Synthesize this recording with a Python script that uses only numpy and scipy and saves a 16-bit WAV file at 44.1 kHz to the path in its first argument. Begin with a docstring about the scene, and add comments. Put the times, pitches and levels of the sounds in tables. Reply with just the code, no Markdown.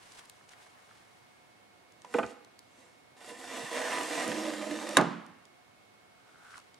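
"""A quiet showroom hums while clothes rustle and fingers tap on a hand-held microphone with two ports.
An old oak drawer, pulled far out of a table, then tips on its runners with wooden clunks.
Pushed home, it scrapes wood on wood, hits its stop with a sharp knock and rattles briefly.
Air noise and motor tones make the hum, and shaped noise bursts the small contacts; random catches drive
resonances for the scrape, and decaying wood modes sound in the blows, with a diffuse tail for the room."""
import sys
import numpy as np
from scipy import signal
from scipy.fft import rfft, irfft, next_fast_len
from scipy.io import wavfile
from scipy.ndimage import map_coordinates

SR = 44100
rng = np.random.default_rng(int(sys.argv[2]) if len(sys.argv) > 2 else 0)


def int16_out(signal):
    """Quantize to a 16-bit WAV file."""
    q = np.round(np.clip(np.atleast_2d(signal).T, -1, 1) * 32767)
    wavfile.write(sys.argv[1], SR, q.astype(np.int16))


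N = 299429  # length in samples
T = np.arange(N) / SR  # time in seconds

CRACK_S = 4.9704  # moment of the final knock
# The push, from first movement to the stop. Each row: time in seconds, level of the friction in dB.
PUSH_FRICTION = [(3.165, -68), (3.22, -56.5), (3.294, -49), (3.344, -54), (3.584, -42.5), (3.708, -45),
                 (3.744, -39), (3.928, -36.5), (4.054, -38.5), (4.244, -37.5), (4.274, -40.5),
                 (4.298, -38.5), (4.558, -44), (4.945, -43.5)]
# Bright spectrum of wooden friction and splintering. Each row: frequency in Hz, gain in dB.
HISS_SPECTRUM = [(1500, -18), (3600, 0.5), (4600, -1.5), (5400, 0), (6500, -0.5), (7400, -0.5), (8900, -1),
                 (9400, -6), (10100, -5), (11200, -11), (11800, -13), (14000, -25.5), (15500, -53)]


def amp(db):
    """The decibel law: level in dB to amplitude gain."""
    return 10 ** (np.asarray(db) / 20)


def unit(x):
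    """Normalization of power: scales to rms 1."""
    return x / np.sqrt(np.mean(x ** 2) + 1e-20)


def unit_energy(x):
    """Normalization of energy: scales a transient so that the squares average to a sum of 1 a channel."""
    return unit(x) / np.sqrt(x.shape[-1])


def read(points, hz):
    """Interpolation of a spectrum on a logarithmic frequency axis, as pitch is heard."""
    f, value = np.transpose(points)
    return np.interp(np.log(hz + 1), np.log(f + 1), value)


def add(mix, s, sound):
    """Superposition: adds a sound to the mix at time s in seconds."""
    part = mix[:, max(round(s * SR), 0):][:, :sound.shape[-1]]
    part += sound[..., :part.shape[1]]


def colour(x, points):
    """Linear filtering: multiplies the spectrum by a gain curve in dB."""
    size = next_fast_len(x.shape[-1] + 2048)
    gain = amp(read(points, np.fft.rfftfreq(size, 1 / SR)))
    return irfft(rfft(x, size) * gain, size)[..., :x.shape[-1]]


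def pair(x, same):
    """Coherence: mixes two unrelated channels into a pair with the correlation same."""
    same = np.clip(same, 0, 1)
    mid = np.sqrt((1 + same) / 2) * x[0]
    side = np.sqrt((1 - same) / 2) * x[1]
    return np.array([mid + side, mid - side])


def diffuse(size, likeness):
    """Diffuse field: noise whose correlation between the two ports depends on frequency."""
    spectra = rfft(rng.standard_normal((2, size)))
    return irfft(pair(spectra, read(likeness, np.fft.rfftfreq(size, 1 / SR))), size)


def dying(noise, bands):
    """Frequency-dependent damping: splits noise into bands that each decay at their own speed."""
    size = noise.shape[-1]
    t, hz = np.arange(size) / SR, np.fft.rfftfreq(size, 1 / SR)
    spectrum = rfft(noise)
    centres, out = np.array(bands)[:, 0], 0
    for pick, (_, db, t60) in zip(np.eye(len(bands)), bands):
        weight = read(np.column_stack([centres, pick]), hz)
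        band = irfft(spectrum * weight, size) * amp(-60 * t / t60)
        energy = t60 * np.sum(weight ** 2)  # long and wide bands carry more
        out = out + amp(db) * np.sqrt(energy) * unit_energy(band)
    return unit_energy(out)


def wander(per_s):
    """Random fluctuation: straight lines between normal random values, per_s of them a second."""
    return np.interp(T * per_s, np.arange(N), rng.standard_normal(N))


def asperities(per_s, spread_db, same):
    """Asperity contact: countless tiny catches of fibre on fibre, a few of them larger."""
    size = amp(spread_db * np.minimum(rng.exponential(1, (2, N)), 5))
    sign = rng.choice([-1, 1], (2, N))
    happens = rng.random((2, N)) < per_s / SR
    return pair(unit(size * sign * happens), same)


def resonate(x, hz, width):
    """Resonance: two equal poles, each width Hz wide, follow the frequency curve hz."""
    turn = np.exp(2j * np.pi * np.cumsum(hz * np.ones(N)) / SR)
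    r = np.exp(-np.pi * width / SR)
    baseband = signal.lfilter([1], [1, -2 * r, r * r], x / turn)  # filtered around 0 Hz
    return unit((turn * baseband).real)


def stroke(peak_s, rise_s, fall_s, db):
    """Envelope of a rubbing movement: its gain changes by 20 dB in each of the rise and fall times."""
    away = np.maximum((peak_s - T) / rise_s, (T - peak_s) / fall_s)
    return amp(db - 20 * np.minimum(away, 10))


def ports(x, balance, lead):
    """Directional hearing: two microphone ports receive a source with different level and phase."""
    size = next_fast_len(N + 2048)
    hz, side = np.fft.rfftfreq(size, 1 / SR), np.array([[.5], [-.5]])
    transfer = amp(side * read(balance, hz)) * np.exp(1j * side * read(lead, hz))
    return irfft(rfft(x, size) * transfer, size)[:, :N]


def room_tail(build_s=0.0077):
    """Reverberation: the diffuse field builds up after a moment, then decays band by band."""
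    # Decay of the room. Each row: frequency in Hz, level in dB, t60 in seconds.
    decay = [(100, -3.5, 0.54), (200, 3.5, 0.73), (438, 1, 0.66), (1000, 1, 0.71), (2000, 0.5, 0.89),
             (4030, 1, 0.62), (8000, -0.5, 0.51), (15160, -3.5, 0.076)]
    # Diffuse sound at the two ports. Each row: frequency in Hz, correlation from 0 to 1.
    likeness = [(60, 0.99), (300, 0.6), (700, 0.25), (1500, 0.5), (4000, 0.9), (12000, 0)]
    build_up = 1 - np.exp(-(np.arange(SR) / SR / build_s) ** 2)
    return dying(diffuse(SR, likeness), decay) * build_up


def showroom(x):
    """Convolution with a room response: returns the reverberation of a sound."""
    return signal.fftconvolve(x.mean(0)[None], room_tail(), axes=1)[:, :N]


def ventilation():
    """Broadband flow noise and tonal radiation: steady air with faint, slightly wavering motor tones."""
    # Air noise. Each row: frequency in Hz, gain in dB.
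    air_spectrum = [(20, -31.5), (45, -27.5), (75, -12), (108, -6), (150, -6.5), (220, -4.5), (400, -5.5),
                    (750, -5.5), (1400, -9), (2500, -13.5), (4000, -16.5), (6300, -22.5), (10000, -24.5),
                    (15500, -36.5)]
    # Air at the two ports. Each row: frequency in Hz, left-right correlation from 0 to 1.
    likeness = [(60, 0.66), (150, 0.1), (220, 0), (15000, 0)]
    # Level difference of the ports. Each row: frequency in Hz, left minus right in dB.
    balance = [(60, -10), (110, -4.5), (200, -3.5), (380, -1.5), (700, -2.5), (1290, -1.5), (2380, -3),
               (4400, -1.5), (8120, -2), (15000, 0.0)]
    # Motor tones ahead of the port filter.
    # Each row: frequency in Hz, rms level in dB, extra lead of the left port in radians.
    tones = [(107.7, -83, .2), (726.7, -72, -.3), (1093, -79.5, -1.2), (2186.7, -72.5, -.5)]
    turns = np.cumsum(1 + 0.00048 * wander(per_s=7.6)) / SR  # all tones waver together
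    hum = 0
    for hz, db, lead in tones:
        phase = 2 * np.pi * hz * turns + np.array([[lead], [0]])
        hum = hum + amp(db) * np.sqrt(2) * np.sin(phase)
    air = amp(-61.46) * unit(colour(diffuse(N, likeness), air_spectrum))
    return ports(air + hum, balance, lead=[(100, 0.55), (700, -1.51), (3000, -0.83)])


def rustle():
    """Granular friction: cloth and fingers brush near the microphone in clumps of small grains."""
    # Dull rub. Each row: frequency in Hz, gain in dB.
    rub_spectrum = [(300, -25), (700, 0), (1050, 2.5), (1250, -0.5), (1600, -1), (1900, -2), (2800, -12),
                    (5000, -27)]
    # Bright fizz. Each row: frequency in Hz, gain in dB.
    fizz_spectrum = [(1000, -1), (2800, 5.5), (5000, 2.5), (7000, 0), (9500, 0), (11500, -10.5),
                     (15500, -30)]
    # Each row: peak in seconds, rise in seconds, fall in seconds, level in dB, fizz against rub in dB.
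    movements = [(.17, 0.88, 0.43, -59, 0), (0.193, 0.018, 0.013, -57.5, 4), (0.491, 0.017, 0.022, -64, 4),
                 (.52, 0.017, 0.036, -60.5, 0.5), (.62, 0.11, 0.24, -60.5, -3), (.91, 0.25, 1, -64, -2.5),
                 (6.52, 0.37, 0.26, -60.5, -0.5), (6.579, 0.04, 0.015, -69, 9)]
    rub = unit(colour(asperities(per_s=1200, spread_db=0.5, same=0.041), rub_spectrum))
    rub = rub * amp(2.4 * wander(per_s=29))
    fizz = unit(colour(asperities(per_s=3100, spread_db=0.5, same=0.36), fizz_spectrum))
    fizz = fizz * amp(2.0 * wander(per_s=120))
    return sum(stroke(*shape) * (rub + amp(fizz_db) * fizz) for *shape, fizz_db in movements)


def scuff(peak_s=6.582, drop_s=.028):
    """Moving resonance: a hollow cloth scuff swells, slides down in pitch just before its peak, then stops."""
    hz = np.interp(T, [peak_s - drop_s, peak_s], [1430, 1250])
    sound = resonate(asperities(per_s=770, spread_db=3.5, same=0.59), hz, width=360)
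    return sound * stroke(peak_s, rise_s=.42, fall_s=.036, db=-52.5)


def clicks(rows, octaves, t60, gain_db):
    """Impulsive contact: a noise burst around one centre frequency dies at once."""
    t, out = np.arange(SR // 5) / SR, np.zeros((2, N))
    for s, db, hz in rows:
        burst = pair(rng.standard_normal((2, len(t))), same=0.45) * amp(-60 * t / t60)
        edges = [hz / 2 ** octaves, min(hz * 2 ** octaves, SR / 4.1)]
        band = signal.butter(3, edges, "bandpass", fs=SR, output="sos")
        sound = signal.sosfilt(band, burst)
        add(out, s, amp(db + gain_db) * sound / abs(sound).max())
    return out


def ticks_and_taps():
    """Contact bandwidth: dry ticks fill a wide high band, dull finger taps a narrow lower one."""
    # Small dry ticks. Each row: start in seconds, peak in dB ahead of gain_db, centre in Hz.
    ticks = [(.0372, -66.5, 4500), (.1206, -43.5, 4900), (.1228, -50, 4000), (.2555, -50, 7000),
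             (.2972, -36, 5870), (.2982, -45.5, 2900), (.492, -45, 4200), (.629, -55, 4800),
             (1.922, -50.5, 5300), (2.019, -43.5, 4200), (2.048, -46.5, 4230), (2.14, -33, 5940),
             (2.187, -36.5, 5500), (2.2638, -40.5, 4000), (2.4473, -46.5, 4800), (2.591, -41, 7350),
             (2.5915, -49, 3200), (4.033, -31.5, 11100), (4.279, -29, 10500), (4.8916, -28, 5400),
             (5.0123, -28.5, 4730), (5.2643, -47.5, 5600), (5.4535, -46, 4870), (6.569, -48, 5500),
             (6.579, -42, 4500), (6.59, -49, 5300), (6.6005, -47, 4000), (6.7436, -47, 4200)]
    # Dull light taps. Each row: start in seconds, peak in dB ahead of gain_db, centre in Hz.
    taps = [(.19, -44, 1430), (.212, -52, 1100), (.41, -46, 1300), (.535, -41, 1590), (.6645, -46, 1900),
            (.666, -47, 895), (.891, -49, 1300), (.911, -43.5, 1380), (6.542, -42, 1910),
            (6.579, -40, 1260)]
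    dry_ticks = clicks(ticks, octaves=0.9, t60=0.012, gain_db=1.5)
    return dry_ticks + clicks(taps, octaves=0.38, t60=0.016, gain_db=-1.5)


def blows(rows, modes, lowest_hz):
    """Modal excitation: each blow rings the modes of the wood; a soft contact leaves out the high ones."""
    # The dense short modes of the boards. Each row: frequency in Hz, level in dB, t60 in seconds.
    grain = [(90.3, -16.5, 0.12), (200, -1, 0.089), (497, -2, 0.17), (1101, 5, 0.056), (1720, 0, 0.08),
             (2590, 1.5, 0.05), (4020, -12, 0.043), (7980, -12.5, 0.036), (11000, -15.5, .02),
             (14000, -29, .02)]
    t, out = np.arange(SR // 2) / SR, np.zeros((2, N))
    ring = 0
    for k, (hz, db, t60) in enumerate(modes):
        ring = ring + (-1) ** k * amp(db - 60 * t / t60) * np.sin(2 * np.pi * hz * t)
    ring = unit_energy(ring)
    radiation = signal.butter(4, lowest_hz, "highpass", fs=SR, output="sos")  # small boards radiate little bass
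    for s, db, hard_hz, dense_db in rows:
        boards = dying(pair(rng.standard_normal((2, len(t))), same=0.89), grain)
        contact = signal.butter(1, min(hard_hz, SR / 3), fs=SR, output="sos")
        sound = signal.sosfilt(np.vstack([contact, contact, radiation]), ring + amp(dense_db) * boards)
        add(out, s, amp(db) * unit_energy(sound) * np.sqrt(SR / 100))  # level as the rms over 10 ms
    return out


def tipping():
    """Place-dependent excitation: after a small tock, each clunk favours other modes of the drawer."""
    # A light first touch on one runner. Each row: start in seconds, level in dB,
    # contact hardness in Hz, dense modes against the ring in dB.
    tock = [(2.0468, -45.5, 2500, -0.5)]
    # Modes of that runner. Each row: frequency in Hz, level in dB, t60 in seconds.
    runner = [(500, -17, 0.23), (986, 3, 0.056), (1281, -16, .05)]
    # The overhanging drawer tips and settles on its runners. 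Each row: start in seconds, level in dB,
    # contact hardness in Hz, dense modes against the ring in dB, frequency of the favoured modes in Hz.
    clunks = [(2.1404, -32.5, 3200, 19, 2400), (2.1444, -23, 450, -3.5, 483), (2.153, -35, 400, -9, 483),
              (2.1649, -47, 4000, 14, 2400), (2.178, -52, 4000, 10, 3000), (2.1845, -26, 800, 4, 650),
              (2.1864, -26.5, 3500, -3.5, 805), (2.1936, -29.5, 1100, -4, 1240),
              (2.2222, -36.5, 302, -10, 250), (2.2301, -34.5, 2500, -2, 1450), (2.233, -38, 4500, 5, 1500),
              (2.2372, -37, 1800, -7, 680), (3.313, -46.5, 400, -10, 480)]
    # Modes of the overhanging drawer. Each row: frequency in Hz, level in dB, t60 in seconds.
    drawer = [(229, -7.5, 0.078), (278, -5, 0.082), (327, -3.5, 0.056), (394, -4.5, 0.11),
              (486.3, 2.5, 0.14), (673, -2, 0.095), (760, -3.5, 0.051), (830, 3.5, 0.056),
              (922, 1.5, 0.073), (1230, 2.5, 0.051), (1337, 3.5, 0.046), (1397, -1, 0.044),
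              (1518, 2, 0.065), (1960, -3, 0.04), (2480, 0, 0.034), (2830, -9, 0.03), (3070, -6, 0.047),
              (3470, -3, .03)]
    out = blows(tock, runner, lowest_hz=300)
    for *blow, favoured_hz in clunks:
        modes = []
        for hz, db, t60 in drawer:
            octaves = np.log2(hz / favoured_hz)
            modes.append((hz, db + 5.5 * np.exp(-(octaves / 0.22) ** 2), t60))
        out = out + blows([blow], modes, lowest_hz=208)
    return out


def seated(seated_s=4.275, seating_s=0.079):
    """Change of support: 0 while the drawer overhangs, 1 once it is past balance and sits on the case."""
    return np.clip((T - seated_s) / seating_s + 1, 0, 1)


def friction():
    """Power laws of friction: rasp, drumming and hiss each follow one friction level with their own slope."""
    # The loose drawer shifts a little on its runners.
    # Each row: peak in seconds, rise in seconds, fall in seconds, friction in dB.
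    shifts = [(2.17, 0.081, 0.051, -50), (2.31, 0.26, 0.048, -59), (2.8, 0.15, 0.26, -66)]
    s, db = np.transpose(PUSH_FRICTION)
    push = amp(np.interp(T, s, db)) * (T > s[0]) * (T < CRACK_S)
    usual_db = -42
    over_db = 20 * np.log10(push + sum(stroke(*row) for row in shifts)) - usual_db
    rasp_db = -42 + 1.04 * over_db
    drum_db = -46 + 0.77 * over_db
    hiss_db = -46.5 + 0.8 * over_db - 0.84 * seated()  # hiss drops once the drawer is seated
    return amp(rasp_db), amp(drum_db), amp(hiss_db)


def slips(per_s, release_s, depth):
    """Stick and slip: the drive jumps at uneven moments, each time by its own amount, and sinks back."""
    jumps = rng.uniform(.3, 1, N) * (rng.random(N) < per_s / SR)
    release = np.exp(-1 / (release_s * SR))
    return unit(1 + depth * signal.lfilter([1], [1, -release], jumps))


def shifting(x, patch_hz, patch_s, depth_db):
    """Moving excitation: the contact favours now these, now those of the many modes of the boards."""
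    hz, t, spectrum = signal.stft(x, SR, nperseg=1024, noverlap=768)
    places = np.meshgrid(hz / patch_hz, t / patch_s, indexing="ij")
    favour = map_coordinates(rng.standard_normal((256, 256)), places, order=1, mode="wrap")
    _, sound = signal.istft(spectrum * amp(depth_db * favour), nperseg=1024, noverlap=768)
    return unit(sound[..., :N])


def rasping(jerks, shut):
    """Friction-driven resonance: catches rasp and ring the thin sides, damped as they enter the case."""
    # Rasp. Each row: frequency in Hz, gain in dB.
    rasp_spectrum = [(150, -36.5), (500, -1.5), (750, -1.5), (1100, -2.5), (1420, -8), (1900, -1.5),
                     (2300, -9), (2800, -7), (3500, -15.5), (5000, -17.5), (9000, -46.5)]
    # Resonances of the sides. Each row: frequency in Hz, pole width in Hz, level open in dB, shut in dB.
    side_modes = [(778, 100, -4.5, -6), (1000, 70, 3, -4), (1238, 50, -13.5, 0), (1498, 28, -5.5, -22.5),
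                  (1787, 60, 1.5, -8), (1950, 47, 0, -7), (2124, 36, -7.5, -7.5), (2361, 73, -3.5, -11.5),
                  (2740, 150, -0.5, -11.5), (3290, 110, -6, -15.5), (3616, 190, -13.5, -6.5)]
    catches = jerks * asperities(per_s=1500, spread_db=2, same=0.88)
    sides = 0
    for hz, width, open_db, shut_db in side_modes:
        # the moving contact favours now one resonance, now another
        gain = amp(open_db + (shut_db - open_db) * shut + 1.2 * wander(per_s=12))
        sides = sides + gain * resonate(catches, hz * (1 + 0.005 * wander(per_s=5)), width)
    rasp = colour(asperities(per_s=2000, spread_db=2.4, same=.9), rasp_spectrum)
    rasp = shifting(rasp, patch_hz=110, patch_s=.045, depth_db=3.4)
    return amp(-1.8) * rasp * jerks + amp(-2.5) * unit(sides)


def drumming(shut):
    """Panel resonance: large panels drum under the friction and swell when a catch makes one shudder."""
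    # Panel resonances change as the case takes up the drawer. Each row: frequency open in Hz, shut in Hz,
    # pole width in Hz, level overhanging in dB, seated in dB.
    panels = [(229.7, 208, 16, -19, -4.5), (261, 280, 35, -7, -10.5), (332, 301.5, 40.5, -7.5, 2),
              (497, 488, 40, -5.5, -1), (597, 569, 63, -9, -2.5), (717, 586, 80, -5.5, -3)]
    # The drawer catches on its runners and one panel shudders.
    # Each row: centre in seconds, extra drumming in dB, frequency of that panel in Hz.
    catches = [(3.32, 4.5, 495), (3.84, 6, 490), (4.02, 9, 320), (4.19, 9, 320), (4.33, 9.5, 215),
               (4.40, 3.5, 310), (4.5, 8, 310), (4.52, 4.5, 495), (4.7, 8.5, 300), (4.78, 6, 215),
               (4.91, 2.5, 495)]
    shake = asperities(per_s=900, spread_db=2.5, same=0.99)[0]
    sitting, out = seated(), 0
    shudders = [(db * np.exp(-np.minimum(abs(T - s) / 0.036, 5) ** 2), hz) for s, db, hz in catches]
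    for open_hz, shut_hz, width, open_db, seated_db in panels:
        hz = (open_hz + (shut_hz - open_hz) * shut) * (1 + 0.036 * wander(per_s=9))
        shudder_db = 0
        for db, at_hz in shudders:  # a shudder spreads to panels of nearby pitch
            shudder_db = shudder_db + db * np.exp(-(np.log2(at_hz / shut_hz) / 0.23) ** 2)
        level_db = open_db + (seated_db - open_db) * sitting + shudder_db + 1.2 * wander(per_s=19)
        out = out + amp(level_db) * resonate(shake, hz, width)
    return out


def runner_echo(x, delay_s, share):
    """Reflection at a boundary: vibration returns from the runner's end; delay drifts with the contact."""
    return x + share * np.array([np.interp(T - delay_s, T, channel) for channel in x])


def hissing(shut):
    """Comb filtering: bright friction noise at the runners meets its own reflection."""
    hiss = colour(asperities(per_s=9000, spread_db=2.2, same=.72), HISS_SPECTRUM)
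    hiss = runner_echo(hiss, delay_s=.0011 + .0002 * shut, share=.25)
    return shifting(hiss, patch_hz=190, patch_s=.12, depth_db=2.4)


def scrape():
    """Sliding friction: runners hiss, sides rasp and panels drum until the drawer stops."""
    rasp_gain, drum_gain, hiss_gain = friction()
    shut = np.interp(T, [PUSH_FRICTION[0][0], CRACK_S], [0, 1])  # share of the travel done
    jerks = slips(per_s=100, release_s=.003, depth=1.3)
    sound = drumming(shut) * drum_gain + rasping(jerks, shut) * rasp_gain
    sound = sound + hissing(shut) * hiss_gain * jerks ** 0.32
    sound = sound * amp(0.7 * wander(per_s=45))  # uneven grip
    return signal.sosfilt(signal.butter(2, 130, "highpass", fs=SR, output="sos"), sound)


def floor_thumps():
    """Structure-borne sound: the weight of the drawer thumps through the legs into the floor."""
    # Each row: start in seconds, peak in dB ahead of gain_db, centre in Hz.
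    thumps = [(2.19, -55, 100), (2.224, -43, 102), (3.635, -54, 115), (4.97, -50, 79.4), (4.995, -49, 90)]
    return clicks(thumps, octaves=0.5, t60=0.112, gain_db=-2.5)


def rattle(count):
    """Inelastic bouncing: the drawer rattles against its stop, each bounce sooner and weaker."""
    k = np.arange(count)
    gaps = .009 * .95 ** k  # seconds
    starts = 4.988 + np.cumsum(gaps) - gaps
    levels = -23 - 1.9 * k
    return [(s, db, 850, 1) for s, db in zip(starts, levels)]  # hardness in Hz, dense modes in dB


def stop_knocks():
    """Coupled modes: bumps, stop and rattle ring case and drawer together; the front rings by itself."""
    # The drawer bumps along the case and hits the stop. Each row: start in seconds, level in dB,
    # contact hardness in Hz, dense modes against the ring in dB.
    bumps = [(3.632, -49, 89.5, 7), (4.278, -34.5, 128.3, -0.5), (4.294, -35, 120.5, 0.5),
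             (4.9691, -20, 700, -7), (4.9768, -22, 2596, 0), (4.9832, -26, 2610, 0)]
    # Modes of the case with the drawer in it. Each row: frequency in Hz, level in dB, t60 in seconds.
    case = [(172, -7, .2), (210, -5, .17), (238, -2, .16), (286, 0, .18), (334, -2, .13), (381, -4, .16),
            (467, 1, .16), (550, 2, .16), (629, 1, .13), (716, -3, .17), (829, -5, .15), (888, -5, .2),
            (958, 0, .14), (987, 0, .16), (1080, -1, .15), (1150, 2, .14), (1217, -2, .16), (1248, 3, .14),
            (1405, 1, .18), (1485, -1, .14), (1601, 2, .13), (1696, 2, .13), (1740, 4, .12), (1945, 1, .12),
            (2067, -1, .11), (2680, 2, .08)]
    # The face of the drawer meets the frame a moment before the crack. Each row: start in seconds,
    # level in dB, contact hardness in Hz, dense modes against the ring in dB.
    face_blow = [(4.969, -18, 6000, -16)]
    # Modes of the drawer face. 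Each row: frequency in Hz, level in dB, t60 in seconds.
    face = [(1044, 1, 0.038), (1650, -2.5, 0.041), (2690, -6, 0.017), (3770, -5, .03), (6210, -10.5, .022),
            (9180, -11, .02)]
    knocks = blows(bumps + rattle(count=5), case, lowest_hz=146)
    return knocks + blows(face_blow, face, lowest_hz=299)


def crack(slap_db=-17.5, splinter_db=-29, splinter_t60=0.054, echo_db=-22, swell_s=0.088):
    """Impact radiation: oak meets oak in a slap, bright splintering, a table boom and the room's echo."""
    # The slap of the two flat faces. Each row: frequency in Hz, level in dB, t60 in seconds.
    slap_bands = [(201, -9, .012), (707, -4, .012), (1066, 6.5, 0.0135), (1680, 4, 0.011),
                  (2120, 0.5, .008), (3130, -1, 0.0098), (3870, 2, 0.011), (4730, -12.5, .016),
                  (6100, -8, 0.02), (9090, -9, 0.0095), (11100, -4.5, .008), (12000, -26.5, .008),
                  (15900, -43.5, .007)]
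    # What the room returns of the knock. Each row: frequency in Hz, gain in dB.
    echo_spectrum = [(60, -30), (120, -6), (160, 7.5), (260, 7.5), (420, 0), (700, 1.5), (1100, 4.5),
                     (1700, -4.5), (2300, -10.5), (3500, -12), (5000, -16.5), (9000, -21.5), (14000, -34)]
    # Slow modes of the whole table. Each row: frequency in Hz, level in dB, t60 in seconds.
    table_modes = [(138, -26.5, 0.35), (166.4, -28, 0.47), (176, -24.5, 0.44), (217, -31.5, 0.53),
                   (237, -31, 0.46), (286, -28.5, 0.45)]
    t, out = np.arange(SR) / SR, np.zeros((2, N))
    slap_likeness = [(700, 0.47), (4000, 0.61), (6000, 0.91), (8500, 0.14), (12000, .6)]
    slap = dying(diffuse(4096, slap_likeness), slap_bands)
    splinter = colour(diffuse(SR, [(1000, 0.93), (12000, 0.76)]), HISS_SPECTRUM)
    splinter = unit_energy(splinter * amp(-60 * t / splinter_t60))
    echo = unit_energy(colour(room_tail(), echo_spectrum))
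    for db, sound in ((slap_db, slap), (splinter_db, splinter), (echo_db, echo)):
        add(out, CRACK_S, amp(db) * sound * np.sqrt(SR / 100))  # level as the rms over 10 ms
    boom = sum(amp(db - 60 * t / t60) * np.sin(2 * np.pi * hz * t) for hz, db, t60 in table_modes)
    add(out, CRACK_S, boom * (1 - np.exp(-t / swell_s)))  # the heavy table takes a moment to swing up
    return signal.sosfilt(signal.butter(3, 115, "highpass", fs=SR, output="sos"), out)


def scene():
    """Superposition of sources: the drawer, the room's answer and the small sounds around it."""
    # Level of the drawer at the ports. Each row: frequency in Hz, left minus right in dB.
    near_side = [(100, -4), (400, -6.5), (700, -5), (1300, -1.5), (2400, -2.5), (4400, -2), (8000, -1.1),
                 (15000, 2)]
    # Phase of the drawer at the ports. Each row: frequency in Hz, lead of the left port in radians.
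    phase_lead = [(100, 0.061), (400, 0.061), (860, .4), (2000, 0), (6000, 0.049), (8000, 0.38),
                  (12000, 0.067)]
    small = ticks_and_taps()
    clunks, slide, knocks = tipping(), scrape(), stop_knocks()
    reverberation = showroom(amp(-12.0) * slide + amp(-17.5) * clunks + amp(-25.0) * knocks)
    wood = slide + clunks + knocks + crack() + reverberation
    drawer_sound = ports(wood + floor_thumps(), near_side, phase_lead)
    small = small + amp(-15) * showroom(small)
    return drawer_sound + small + rustle() + scuff() + ventilation()


def record(dry):
    """Saturation and band limiting: peaks clip at full scale, then a low-pass cuts at 16 kHz."""
    low_pass = signal.firwin(255, 16000, window=("kaiser", 8), fs=SR)
    return signal.oaconvolve(np.clip(dry, -1, 1), low_pass[None], "same")


dry = scene()
out = record(dry)
int16_out(out)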